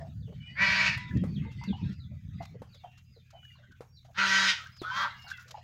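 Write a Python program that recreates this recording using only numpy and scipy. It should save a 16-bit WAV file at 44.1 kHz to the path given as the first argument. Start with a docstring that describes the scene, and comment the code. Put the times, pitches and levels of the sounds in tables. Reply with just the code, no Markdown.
"""Wind buffets the microphone and dies down, over a faint low hum and a patchy background bustle.
A close duck quacks three times: partials of a membrane, shaken by a second, plus air puffs through a moving bill.
Hens cluck (noise rings a narrow throat), chicks cheep and peep (near sines); a honk rises with the third quack.
Beaks peck (noise splashes), knock on a trough (a push of its wall) and tick a metal bowl (decaying modes).
Scattered echoes of the yard follow the birds and beaks; thin air hiss lies behind."""
import sys
import numpy as np
from scipy import signal
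from scipy.fft import rfft, irfft
from scipy.io import wavfile
from scipy.ndimage import uniform_filter1d

SR = 44100
rng = np.random.default_rng(int(sys.argv[2]) if len(sys.argv) > 2 else 0)


def transcribe(signal):
    """Save signal, clipped to [-1, 1], as a 16-bit WAV file at the path in sys.argv[1]."""
    frames = np.atleast_2d(signal).T
    limited = np.clip(frames, -1, 1)
    pcm = np.round(limited * 32767).astype(np.int16)
    wavfile.write(sys.argv[1], SR, pcm)


N = 248283  # samples


def gain_of(db):
    """Logarithmic level: converts decibels to an amplitude factor."""
    return 10 ** (np.asarray(db) / 20)


def evened(x):
    """Energy normalisation: scales a signal to rms 1."""
    return x / np.sqrt(np.mean(x ** 2) + 1e-20)


def colour(x, points):
    """Spectral shaping: weights x by (hz, db) points joined on a log-frequency axis; rms 1."""
    point_hz, point_db = np.transpose(points)
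    hz = np.fft.rfftfreq(len(x), 1 / SR)
    weight_db = np.interp(np.log(hz + 1), np.log(point_hz), point_db, left=-99)
    return evened(irfft(rfft(x) * gain_of(weight_db), len(x)))


def noise_of(size):
    """White noise: equal power at all frequencies."""
    return rng.standard_normal(size)


def add(mix, s, sound):
    """Superposition: sums a sound into the mix from s seconds on."""
    part = mix[max(round(s * SR), 0):][:len(sound)]
    part += sound[:len(part)]


def columns(rows, t):
    """Linear interpolation: reads each column of a curve table at times t."""
    s, *rest = np.transpose(rows)
    return [np.interp(t, s, c) for c in rest]


def drift(size, hz):
    """Random modulation: low-passed noise of rms 1, varying up to about hz."""
    smooth = signal.lfilter(*signal.butter(2, hz, fs=SR), noise_of(size + 2000))
    return evened(smooth[2000:])  # without the start of the filter's response


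def ring(x, hz, width_hz):
    """Resonance: a fixed band-pass peak of given centre and bandwidth."""
    return signal.lfilter(*signal.iirpeak(hz, hz / width_hz, SR), x)


def resonate(x, hz, width_hz):
    """Moving resonance by heterodyning: shift the curve hz down to zero, smooth, shift back."""
    turn = np.exp(2j * np.pi * np.cumsum(hz) / SR)
    r = np.exp(-np.pi * width_hz / SR)
    return 2 * (turn * signal.lfilter([1 - r], [1, -r], x / turn)).real


def whistle(rows, waver):
    """Frequency modulation: a near sine along (start_s, pitch_hz, level_db), wavering in both."""
    t = np.arange(rows[0][0], rows[-1][0], 1 / SR)
    hz, db = columns(rows, t)
    turns = np.cumsum(hz * (1 + waver * drift(len(t), 170))) / SR
    flutter_db = 2.5 * drift(len(t), 60)
    return gain_of(db + flutter_db) * np.sin(2 * np.pi * turns) * signal.windows.tukey(len(t), .15)


def glide(s, length, start_hz, end_hz, db, waver):
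    """Linear frequency sweep: one straight gliding note that swells and fades."""
    ends_db = -4  # level at start and end, relative to the middle
    rows = [(s + at * length, start_hz + at * (end_hz - start_hz), db + ends_db * (2 * at - 1) ** 2)
            for at in np.linspace(0, 1, 7)]
    return whistle(rows, waver)


def yard(x, t60, dull_hz):
    """Reverberation: scattered echoes from trunks, sheds and ground, decaying 60 dB in t60 seconds."""
    t = np.arange(0, .6, 1 / SR)
    tail = noise_of(len(t)) * gain_of(-60 * t / t60) * (t > .008)
    tail = signal.lfilter(*signal.butter(1, [700, dull_hz], "band", fs=SR), tail)
    return signal.fftconvolve(x, tail / np.linalg.norm(tail))[:N]


# strength of the low rumble before its lumps: start_s [s], level_db [dB]
RUMBLE_DB = [(0, -42.5), (.5, -46), (1.08, -39.5), (1.21, -36), (1.55, -41), (1.72, -37.5), (1.99, -45),
             (2.3, -42.5), (2.51, -47.5), (2.82, -66), (3.84, -67.5), (4.91, -56.5), (5.63, -70)]
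# spectra of the rumble and of the roar: frequency_hz [Hz], density_db [dB per Hz]
RUMBLE_SPECTRUM = [(15, -51.5), (25, -22.5), (78, 4), (135, 4), (194, -6), (260, -18.5), (340, -35.5),
                   (570, -120)]
ROAR_SPECTRUM = [(100, -30.5), (170, 6), (199, 6.5), (562, -30.5), (618, -29), (700, -55.5), (910, -63.5),
                 (1540, -120)]
# eddies that thump the microphone: start_s [s], nominal level_db [dB], centre_hz [Hz]
EDDIES = [(0.059, -35, 134), (0.292, -29, 82), (0.513, -38.5, 111), (0.588, -31.5, 176), (1.143, -16, 71.5),
          (1.15, -8, 132), (1.21, -13.5, 169.4), (1.307, -19.5, 163), (1.361, -18.5, 151),
          (1.442, -21.5, 105), (1.682, -10.5, 196.2), (1.82, -19, 177), (1.889, -19, 192),
          (2.091, -38.5, 118.5), (2.393, -31.5, 140), (2.514, -35, 102.6), (2.601, -33, 110),
          (2.685, -39.5, 96.9), (3.101, -41.5, 72), (3.686, -39, 101.5)]
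# roar level when the rumble is at gale level (dB); dB of roar per dB of rumble
ROAR_DB, GALE_DB, ROAR_GROWTH = -50, -39.5, 4.35


def wind():
    """Turbulence: lumpy rumble, a roar growing faster than it, and separate eddies a few cycles long."""
    rumble_db = columns(RUMBLE_DB, np.arange(N) / SR)[0]
    lumps = drift(N, 8.)
    out = gain_of(rumble_db + 3.3 * lumps) * colour(noise_of(N), RUMBLE_SPECTRUM)
    roar_db = ROAR_DB + ROAR_GROWTH * (rumble_db - GALE_DB) + 4 * lumps
    out += gain_of(roar_db) * colour(noise_of(N), ROAR_SPECTRUM)
    t = np.arange(0, .09, 1 / SR)
    envelope = (t / 0.038) * np.exp(-(t / 0.03) ** 2.01)
    for s, db, hz in EDDIES:
        eddy = np.sin(2 * np.pi * (hz * t + rng.random()))
        eddy += 0.55 * colour(noise_of(len(t)), ROAR_SPECTRUM)
        add(out, s - .008, gain_of(db - 4) * eddy * envelope)
    return signal.lfilter(*signal.butter(2, 65, "high", fs=SR), out)


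# steady low tones: pitch_hz [Hz], level_db [dB, before a common lift]
HUM_TONES = [(86.1, -63), (123.8, -61), (209.9, -79.5)]


def hum():
    """Narrow-band tones: low sines whose level and phase waver at random."""
    t = np.arange(N) / SR
    out = np.zeros(N)
    for hz, db in HUM_TONES:
        level_db = db + 4 + 1.1 * drift(N, 14)
        out += gain_of(level_db) * np.sin(2 * np.pi * hz * t + 0.64 * drift(N, 31))
    return out


# level of the background bustle, with the tails of the quacks: start_s [s], level_db [dB]
BUSTLE_LEVEL = [(0, -61), (.2, -77.5), (.42, -65.5), (1, -53), (1.3, -66), (1.9, -59.5), (2.1, -77),
                (2.45, -66), (2.65, -75.5), (2.9, -67.5), (3.1, -80.5), (3.3, -72), (3.75, -73),
                (3.95, -86.5), (4.62, -48.5), (4.78, -67.5), (5.13, -50.5), (5.28, -64)]
# spectrum of the bustle: frequency_hz [Hz], density_db [dB per Hz]
BUSTLE_SPECTRUM = [(260, -31.5), (450, -17.5), (802, -13.5), (1100, -10), (1910, -3.5), (2080, -6),
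                   (2260, -2), (4880, -11), (8000, -25.5), (10400, -52.5), (17600, -120)]


def bustle(patchy_db=5., flicker_db=2.5, calls_db=-9.):
    """Incoherent summation: patchy, flickering background noise; far birds add short blurred calls."""
    _, frame_s, z = signal.stft(noise_of(N), SR, nperseg=512)
    across_pitch = uniform_filter1d(noise_of(z.shape), 5, 0)
    unevenness = evened(uniform_filter1d(across_pitch, 16, 1))
    flicker = evened(uniform_filter1d(noise_of(len(frame_s)), 4))
    uneven_spectrum = z * gain_of(patchy_db * unevenness + flicker_db * flicker)
    patches = signal.istft(uneven_spectrum, SR, nperseg=512)[1][:N]
    calls = np.zeros(N)
    for at, long, high, bend in rng.random((170, 4)):
        start_hz, length = 1300 * 3 ** high, 0.018 + .06 * long
        end_hz = start_hz * (.85 + .2 * bend)
        add(calls, at * N / SR, whistle([(0, start_hz, 0), (length, end_hz, -4)], waver=.03))
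    blurred = calls + yard(calls, 0.068, 10000)
    mixed = colour(evened(patches) + gain_of(calls_db) * evened(blurred), BUSTLE_SPECTRUM)
    return gain_of(columns(BUSTLE_LEVEL, np.arange(N) / SR)[0]) * mixed


# spectra of the steady hiss and of the thin top hiss: frequency_hz [Hz], density_db [dB per Hz]
AIR_SPECTRUM = [(3820, -29.5), (6500, -1.5), (8690, -19.5), (13400, -10.5), (15100, -11.5), (15800, -10.5)]
TOP_SPECTRUM = [(9000, -9.5), (13000, -6.5), (14500, 0.5), (15800, -0.5)]
# level of the top hiss before its flicker: start_s [s], level_db [dB]
TOP_LEVEL = [(0, -99), (4.1, -98.5), (4.6, -77), (5.5, -76), (5.54, -99)]


def hiss():
    """Shaped broadband noise: a faint wavering hiss, and a thin top hiss that flickers late on."""
    air = gain_of(-82 + 3 * drift(N, 6)) * colour(noise_of(N), AIR_SPECTRUM)
    top_db = columns(TOP_LEVEL, np.arange(N) / SR)[0] + 4 * drift(N, 25)
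    return air + gain_of(top_db) * colour(noise_of(N), TOP_SPECTRUM)


# clucks of the hens: start_s [s], nominal level_db [dB], throat_hz [Hz], length_s [s]
HEN_CLUCKS = [(.004, -38.5, 665, 0.067), (.21, -61.5, 492, 0.033), (.276, -46.5, 486, 0.052),
              (.323, -36.5, 480, .015), (1.108, -39, 1717, 0.022), (1.162, -45, 1895, 0.047),
              (1.419, -50, 2104, 0.12), (1.425, -54, 1177, 0.046), (1.46, -51, 463, 0.055),
              (1.614, -39.5, 943, 0.034), (1.728, -38.5, 820, 0.031), (1.906, -47.5, 1900, 0.022),
              (2.114, -55, 610, 0.037), (2.298, -58, 1653, .032), (2.382, -48.5, 2048, 0.08),
              (2.405, -31.5, 749, 0.031), (2.544, -42, 473, 0.028), (2.743, -52, 540, 0.025),
              (2.839, -35.5, 740, 0.034), (3.164, -47.5, 470, 0.022), (3.331, -46.5, 721, 0.057),
              (3.431, -49.5, 1450, 0.0092), (3.452, -46, 1700, 0.0075), (3.504, -50, 1960, .015),
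              (3.556, -49.5, 1055, 0.015), (3.583, -60, 607, 0.068), (3.63, -53, 1554, 0.034),
              (3.709, -54, 1520, 0.06), (4.048, -50.5, 693, 0.021), (4.085, -48.5, 685, 0.03),
              (4.594, -40.5, 1328, 0.072), (4.66, -34, 1590, 0.014), (5.243, -45.5, 804, 0.053),
              (5.266, -40.5, 1472, 0.078), (5.311, -27, 1595, 0.016), (5.377, -40.5, 1460, 0.06),
              (5.455, -59.5, 520, 0.042), (5.499, -48, 550, 0.04), (5.543, -32, 817, .019),
              (5.573, -37, 715, 0.027)]


def cluck(db, hz, length):
    """Source and filter: a short hoarse burst rings a narrow throat."""
    t = np.arange(0, 4 * length, 1 / SR)
    burst = ring(ring(noise_of(len(t)), hz, 100), hz, 240)
    envelope = np.minimum(t / 0.0056, 1) * np.exp(-(t / length) ** 2)
    return gain_of(db - 8) * evened(burst) * envelope


# cheeps: start_s [s], length_s [s], top_hz [Hz], bottom_hz [Hz], level_db [dB, before the contour]
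CHICK_CHEEPS = [(0.116, 0.17, 4910, 2730, -68), (0.478, 0.33, 4640, 4300, -54.5),
                (1.262, 0.15, 4720, 2396, -56.5), (1.569, 0.18, 4890, 2683, -53),
                (1.911, 0.14, 5050, 3420, -62), (2.332, 0.15, 4910, 3460, -64),
                (2.657, 0.21, 5020, 2960, -65.5), (2.687, 0.077, 4650, 3340, -59.5),
                (3.038, 0.18, 5070, 3450, -67), (3.48, 0.12, 4840, 3580, -71),
                (3.922, 0.075, 4770, 3590, -59.5), (4.713, 0.13, 5220, 3240, -53.5),
                (5.155, 0.19, 5380, 3130, -57)]
# contour they share: time [share of length], pitch [share of the fall], level_db [dB]
CHEEP_CONTOUR = [(0, .35, -15), (0.121, 0.068, -12.5), (0.552, 0.11, -6), (0.679, 0.6, 3), (0.849, .8, -6),
                 (1.002, 1, 10)]


def cheep(s, length, top_hz, bottom_hz, db):
    """Pitch contour: one falling template is stretched in time and pitch to each call."""
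    rows = [(s + at * length, top_hz + fall * (bottom_hz - top_hz), db + d) for at, fall, d in CHEEP_CONTOUR]
    return whistle(rows, waver=.016)


# peeps of other young birds: start_s [s], length_s [s], start_hz [Hz], end_hz [Hz], level_db [dB]
YOUNG_PEEPS = [(.4, 0.13, 2980, 2910, -55.5), (0.403, 0.12, 2280, 2550, -56),
               (0.478, 0.066, 1900, 2074, -53.5), (1.45, 0.032, 897, 890, -54.5),
               (1.582, 0.088, 2020, 2130, -53), (1.782, 0.04, 1000, 840, -54),
               (2.054, 0.15, 2016, 1994, -75), (2.8, 0.22, 2200, 2240, -89), (2.823, 0.19, 2770, 2756, -69),
               (3.06, 0.044, 2680, 2784, -73), (3.331, .23, 3070, 2787, -58),
               (3.355, 0.22, 2490, 2330, -74.5), (3.876, 0.12, 5580, 5540, -74),
               (5.138, 0.204, 2864, 2767, -55), (5.322, 0.046, 2770, 2620, -53),
               (5.17, 0.14, 2090, 2314, -62.5), (5.33, 0.054, 2140, 1870, -54.5)]


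def peep(*row):
    """Near-sinusoidal source: a fairly level note with a slight waver."""
    return glide(*row, waver=.003)


# gesture of each quack: start_s [s], effort_db [dB], bill opening [0-1]
QUACK_GESTURES = [
    [(.55, -58, 0.1), (.59, -31.5, 0.06), (.625, -22, 0.4), (.67, -25, 0.69), (.84, -26, 0.79),
     (.88, -26.5, 1), (.915, -38.5, 1), (.96, -39.5, 1)],
    [(4.14, -62, 0.4), (4.17, -43, 0.17), (4.185, -24.5, 0.02), (4.255, -24.5, 0.23), (4.28, -26, 0.53),
     (4.46, -26, 0.6), (4.5, -30.5, 0.96), (4.525, -35, 0.76), (4.58, -69.5, 1)],
    [(4.83, -49.5, 0.4), (4.93, -46.5, 0.83), (4.97, -34, 0.66), (5.035, -31, 0.46), (5.07, -36, 0.03),
     (5.11, -71.5, 0.2)],
]
# one row a quack: pitch_hz at median effort [Hz], bill_shut_hz [Hz], bill_open_hz [Hz],
# roughness shut [0-1], second_membrane_hz [Hz], its climb_s [s], its level_db re effort [dB]
QUACK_VOICES = [(192.9, 2000, 2700, 0.54, 650, .21, -24.5), (193.1, 1400, 2060, 0.71, 610, 0.0914, -27),
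                (185.5, 670, 1960, 0.69, 310, 0.19, -42)]
# partials of each quack, shaped by windpipe and bill: multiple of the pitch, level_db [dB]
QUACK_PARTIALS = [
    [(1, -12), (2, -33), (3, -29), (4, -32), (5, -12), (6, -17), (7, -17), (8, -9), (9, -12), (10, 0),
     (11, -15), (12, -3), (13, -12), (14, -19), (15, -11)],
    [(1, -10), (2, -25), (3, -32), (4, -33), (5, -8), (6, -13), (7, -8), (8, 0), (9, -12), (10, -2),
     (11, -12), (12, -9), (13, -10), (14, -18), (15, -13)],
    [(1, -17), (2, -43), (3, -24), (4, -22), (5, -8), (6, 0), (7, -2), (8, -1), (9, -10), (10, -7),
     (11, -17), (12, -15)],
]
# rasp of each quack: frequency_hz [Hz], density_db [dB per Hz]
QUACK_RASPS = [
    [(260, -85.5), (450, -62.5), (604, -21.5), (853, -25), (941, -14.5), (1250, -14), (1760, -5.5),
     (1920, -6), (2090, -13), (2280, -2), (3100, -21.5), (4600, -19), (8500, -41.5), (11000, -82.5),
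     (18700, -120)],
    [(260, -44), (450, -27), (590, -33), (842, -19.5), (941, -6.5), (1050, -15), (1540, 2), (1700, -12.5),
     (1870, -3), (2040, -6), (3730, -10.5), (6410, -18), (8500, -30), (11000, -47), (18700, -120)],
    [(260, -102), (450, -69), (575, -12), (692, -24), (918, -3.5), (1390, 1), (2850, -25), (3300, -12),
     (4060, -17), (6250, -27.5), (8500, -41), (11000, -87), (18700, -120)],
]
# one breath level a quack, re effort and before the bill's shading: level_db [dB]
QUACK_BREATH_DB = [-44, -34, -32]
# top hiss of the duck's air: frequency_hz [Hz], density_db [dB per Hz]
BREATH_SPECTRUM = [(4710, -31), (8000, -16.5), (10500, -5.5), (13400, -7.5), (15100, -2.5), (15800, -7)]
SAG_HZ_PER_DB = 0.93  # pitch sinks with less effort
SHUT_DB, CLEARING = -22.5, 0.33  # treble behind the shut bill (dB); roughness lost as it opens
SECOND_START = .84  # the second membrane climbs from this share of its pitch


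def quack(rows, call, partials, rasp, breath_db):
    """Coupled membranes: partials of one shaken by a second, plus air puffed once a cycle, through the bill."""
    t = np.arange(rows[0][0], rows[-1][0], 1 / SR)
    size = len(t)
    median_hz, shut_hz, open_hz, rough, second_hz, climb, second_db = call
    effort_db, opening = columns(rows, t)
    hz = median_hz + SAG_HZ_PER_DB * (effort_db - np.median(effort_db))
    bright_db = SHUT_DB * (1 - opening)
    bright_change_db = bright_db - np.median(bright_db)
    bill_hz = shut_hz + opening * (open_hz - shut_hz)
    rough = np.clip(rough - CLEARING * opening, 0, 1)
    second_hz = second_hz * np.interp(t - t[0], [0, climb], [SECOND_START, 1])
    turns, second_turns = np.cumsum(hz) / SR, np.cumsum(second_hz) / SR
    beat = np.sin(2 * np.pi * (second_turns - 3 * turns))
    tone, upper = np.zeros((2, size))
    for k in range(1, 37):
        # the beat puts sidebands on each partial
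        shake = k * (.075 * beat + .017 * drift(size, 50))
        waver_db = min(.3 * k, 4) * drift(size, 10)
        partial = gain_of(waver_db) * np.cos(2 * np.pi * (k * turns + rng.random()) + shake)
        if k <= len(partials):
            tone += gain_of(partials[k - 1][1]) * partial
        else:
            upper += partial
    puffs = (0.58 + np.exp(-(turns % 1) / .25)) * noise_of(size)
    # the high partials share the colour of the rasp
    puffs = colour(evened(puffs) + .85 * evened(upper), rasp)
    treble = signal.sosfiltfilt(signal.butter(2, 2700, "high", fs=SR, output="sos"), puffs)
    treble += 2.5 * ring(puffs, 2500, 700) * np.clip(bright_change_db, 0, 6) / 6
    puffs += treble * (gain_of(bright_change_db) - 1)  # the open bill lets the treble out
    voice = np.sqrt(1 - rough) * evened(tone) + np.sqrt(rough) * puffs
    breath = gain_of(breath_db + .5 * bright_db + 3.5) * colour(noise_of(size), BREATH_SPECTRUM)
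    voice += 0.61 * resonate(voice, bill_hz, 250) + breath
    voice += gain_of(second_db) * np.sin(2 * np.pi * second_turns)
    return gain_of(effort_db) * voice * signal.windows.tukey(size, .04)


BOWL_S = .975  # when the bowl is struck (s)
# modes of the bowl: pitch_hz [Hz], level_db [dB], t60_s [s]
BOWL_MODES = [(986, -48, .9), (1997, -40, .6), (4600, -58, .15)]


def bowl():
    """Modal vibration: a beak ticks the metal bowl, which rings until a touch stills it."""
    t = np.arange(0, .19, 1 / SR)
    modes = sum(gain_of(db - 60 * t / t60) * np.sin(2 * np.pi * hz * t) for hz, db, t60 in BOWL_MODES)
    tick = gain_of(-42 - 60 * t / .05) * evened(ring(noise_of(len(t)), 1300, 1200))
    return modes * signal.windows.tukey(len(t), .05) + tick


# pecks, smacks and scratches: start_s [s], nominal level_db [dB], length_s [s]
BEAK_PECKS = [(1.168, -36, 0.0048), (1.512, -46, 0.037), (1.89, -48, 0.0041), (1.923, -47, 0.016),
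              (2.4216, -38, 0.021), (2.451, -30.5, 0.0033), (2.743, -42.5, 0.011), (2.974, -43, 0.018),
              (3.303, -40, 0.0079), (3.446, -50, 0.008), (3.716, -45, 0.0065), (4.0264, -57, 0.0048),
              (4.045, -47, 0.026), (4.13, -52.5, 0.0045), (4.666, -35, 0.0041), (4.763, -40, 0.012),
              (5.216, -40.5, 0.019), (5.278, -34, 0.02), (5.2994, -30, 0.022), (5.37, -36, 0.0054),
              (5.394, -39.5, 0.034), (5.4776, -37, 0.019), (5.507, -27, 0.0081)]
# spectrum of a peck, also of the tick in a knock: frequency_hz [Hz], density_db [dB per Hz]
PECK_SPECTRUM = [(710, -25.5), (1200, -2.5), (2320, -10.5), (3450, -7.5), (4620, -7.5), (6960, -11.5),
                 (8920, -30.5), (11600, -22.5), (15800, -34.5)]


def peck(db, length):
    """Impulsive noise: a wide, short splash under a bell-shaped envelope."""
    t = np.arange(0, .06, 1 / SR)
    splash = colour(noise_of(len(t)), PECK_SPECTRUM)
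    envelope = signal.windows.tukey(len(t), .3) * np.exp(-((t - .008) / length) ** 2)
    return gain_of(db - 18.5) * splash * envelope


# beaks knocking on the trough: start_s [s], level_db of the push [dB], body_hz [Hz],
# treble_db re the push, before a common lift [dB]
TROUGH_KNOCKS = [(1.238, -30, 533, -63), (1.638, -49.5, 900, -10), (2.619, -34.5, 508, -42),
                 (3.807, -33, 484, -41), (4.817, -26.5, 364, -37)]


def knock(db, hz, treble_db):
    """Impact response: one push of the wall, a dull rattle after it and a tick on top."""
    t = np.arange(0, .12, 1 / SR)
    push = np.sin(2 * np.pi * hz * t) * np.exp(-t / 0.004)
    rattle = evened(ring(noise_of(len(t)), 1.73 * hz, 340)) * np.exp(-t / 0.026)
    tick = colour(noise_of(len(t)), PECK_SPECTRUM)
    tick *= np.exp(-t / 0.0026) + 0.46 * np.exp(-t / 0.021)
    return gain_of(db) * (push + 0.11 * rattle + gain_of(treble_db + 10) * tick)


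# rising strands of a honk as the third quack begins:
# start_s [s], length_s [s], start_hz [Hz], end_hz [Hz], level_db [dB]
HONK_STRANDS = [(4.834, 0.087, 1265, 1336, -38), (4.842, 0.11, 1414, 1597, -34.5),
                (4.908, 0.1064, 971, 1150, -36), (4.9, 0.17, 3100, 3310, -42.5)]


def honk_strand(*row):
    """Additive synthesis: one rising, wavering strand; overlapping strands make the honk."""
    return glide(*row, waver=.005)


def scene():
    """Superposition of sources: birds and beaks with their echoes, over wind, hum, bustle and hiss."""
    duck, chicks, near = np.zeros((3, N))
    for s, *row in HEN_CLUCKS:
        add(near, s - .003, cluck(*row))
    for row in CHICK_CHEEPS:
        add(chicks, row[0], cheep(*row))
    for row in YOUNG_PEEPS:
        add(chicks, row[0], peep(*row))
    for rows, *voice in zip(QUACK_GESTURES, QUACK_VOICES, QUACK_PARTIALS, QUACK_RASPS, QUACK_BREATH_DB):
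        add(duck, rows[0][0], quack(rows, *voice))
    add(near, BOWL_S, bowl())
    for s, *row in BEAK_PECKS:
        add(near, s - .003, peck(*row))
    for s, *row in TROUGH_KNOCKS:
        add(near, s, knock(*row))
    for row in HONK_STRANDS:
        add(duck, row[0], honk_strand(*row))
    echoes = yard(gain_of(-12.0) * duck + gain_of(-19.0) * near, 0.32, 8600)
    echoes += gain_of(-6) * yard(chicks, .22, 7000)
    background = wind() + hum() + bustle() + hiss()
    return (duck + chicks + near + echoes + background)[None]


def record(dry):
    """Band limitation: a steep linear-phase low-pass at 15870 Hz."""
    low_pass = signal.firwin(1023, 15870, window=("kaiser", 9), fs=SR)
    return signal.oaconvolve(dry, low_pass[None], "same")


dry = scene()
out = record(dry)
transcribe(out)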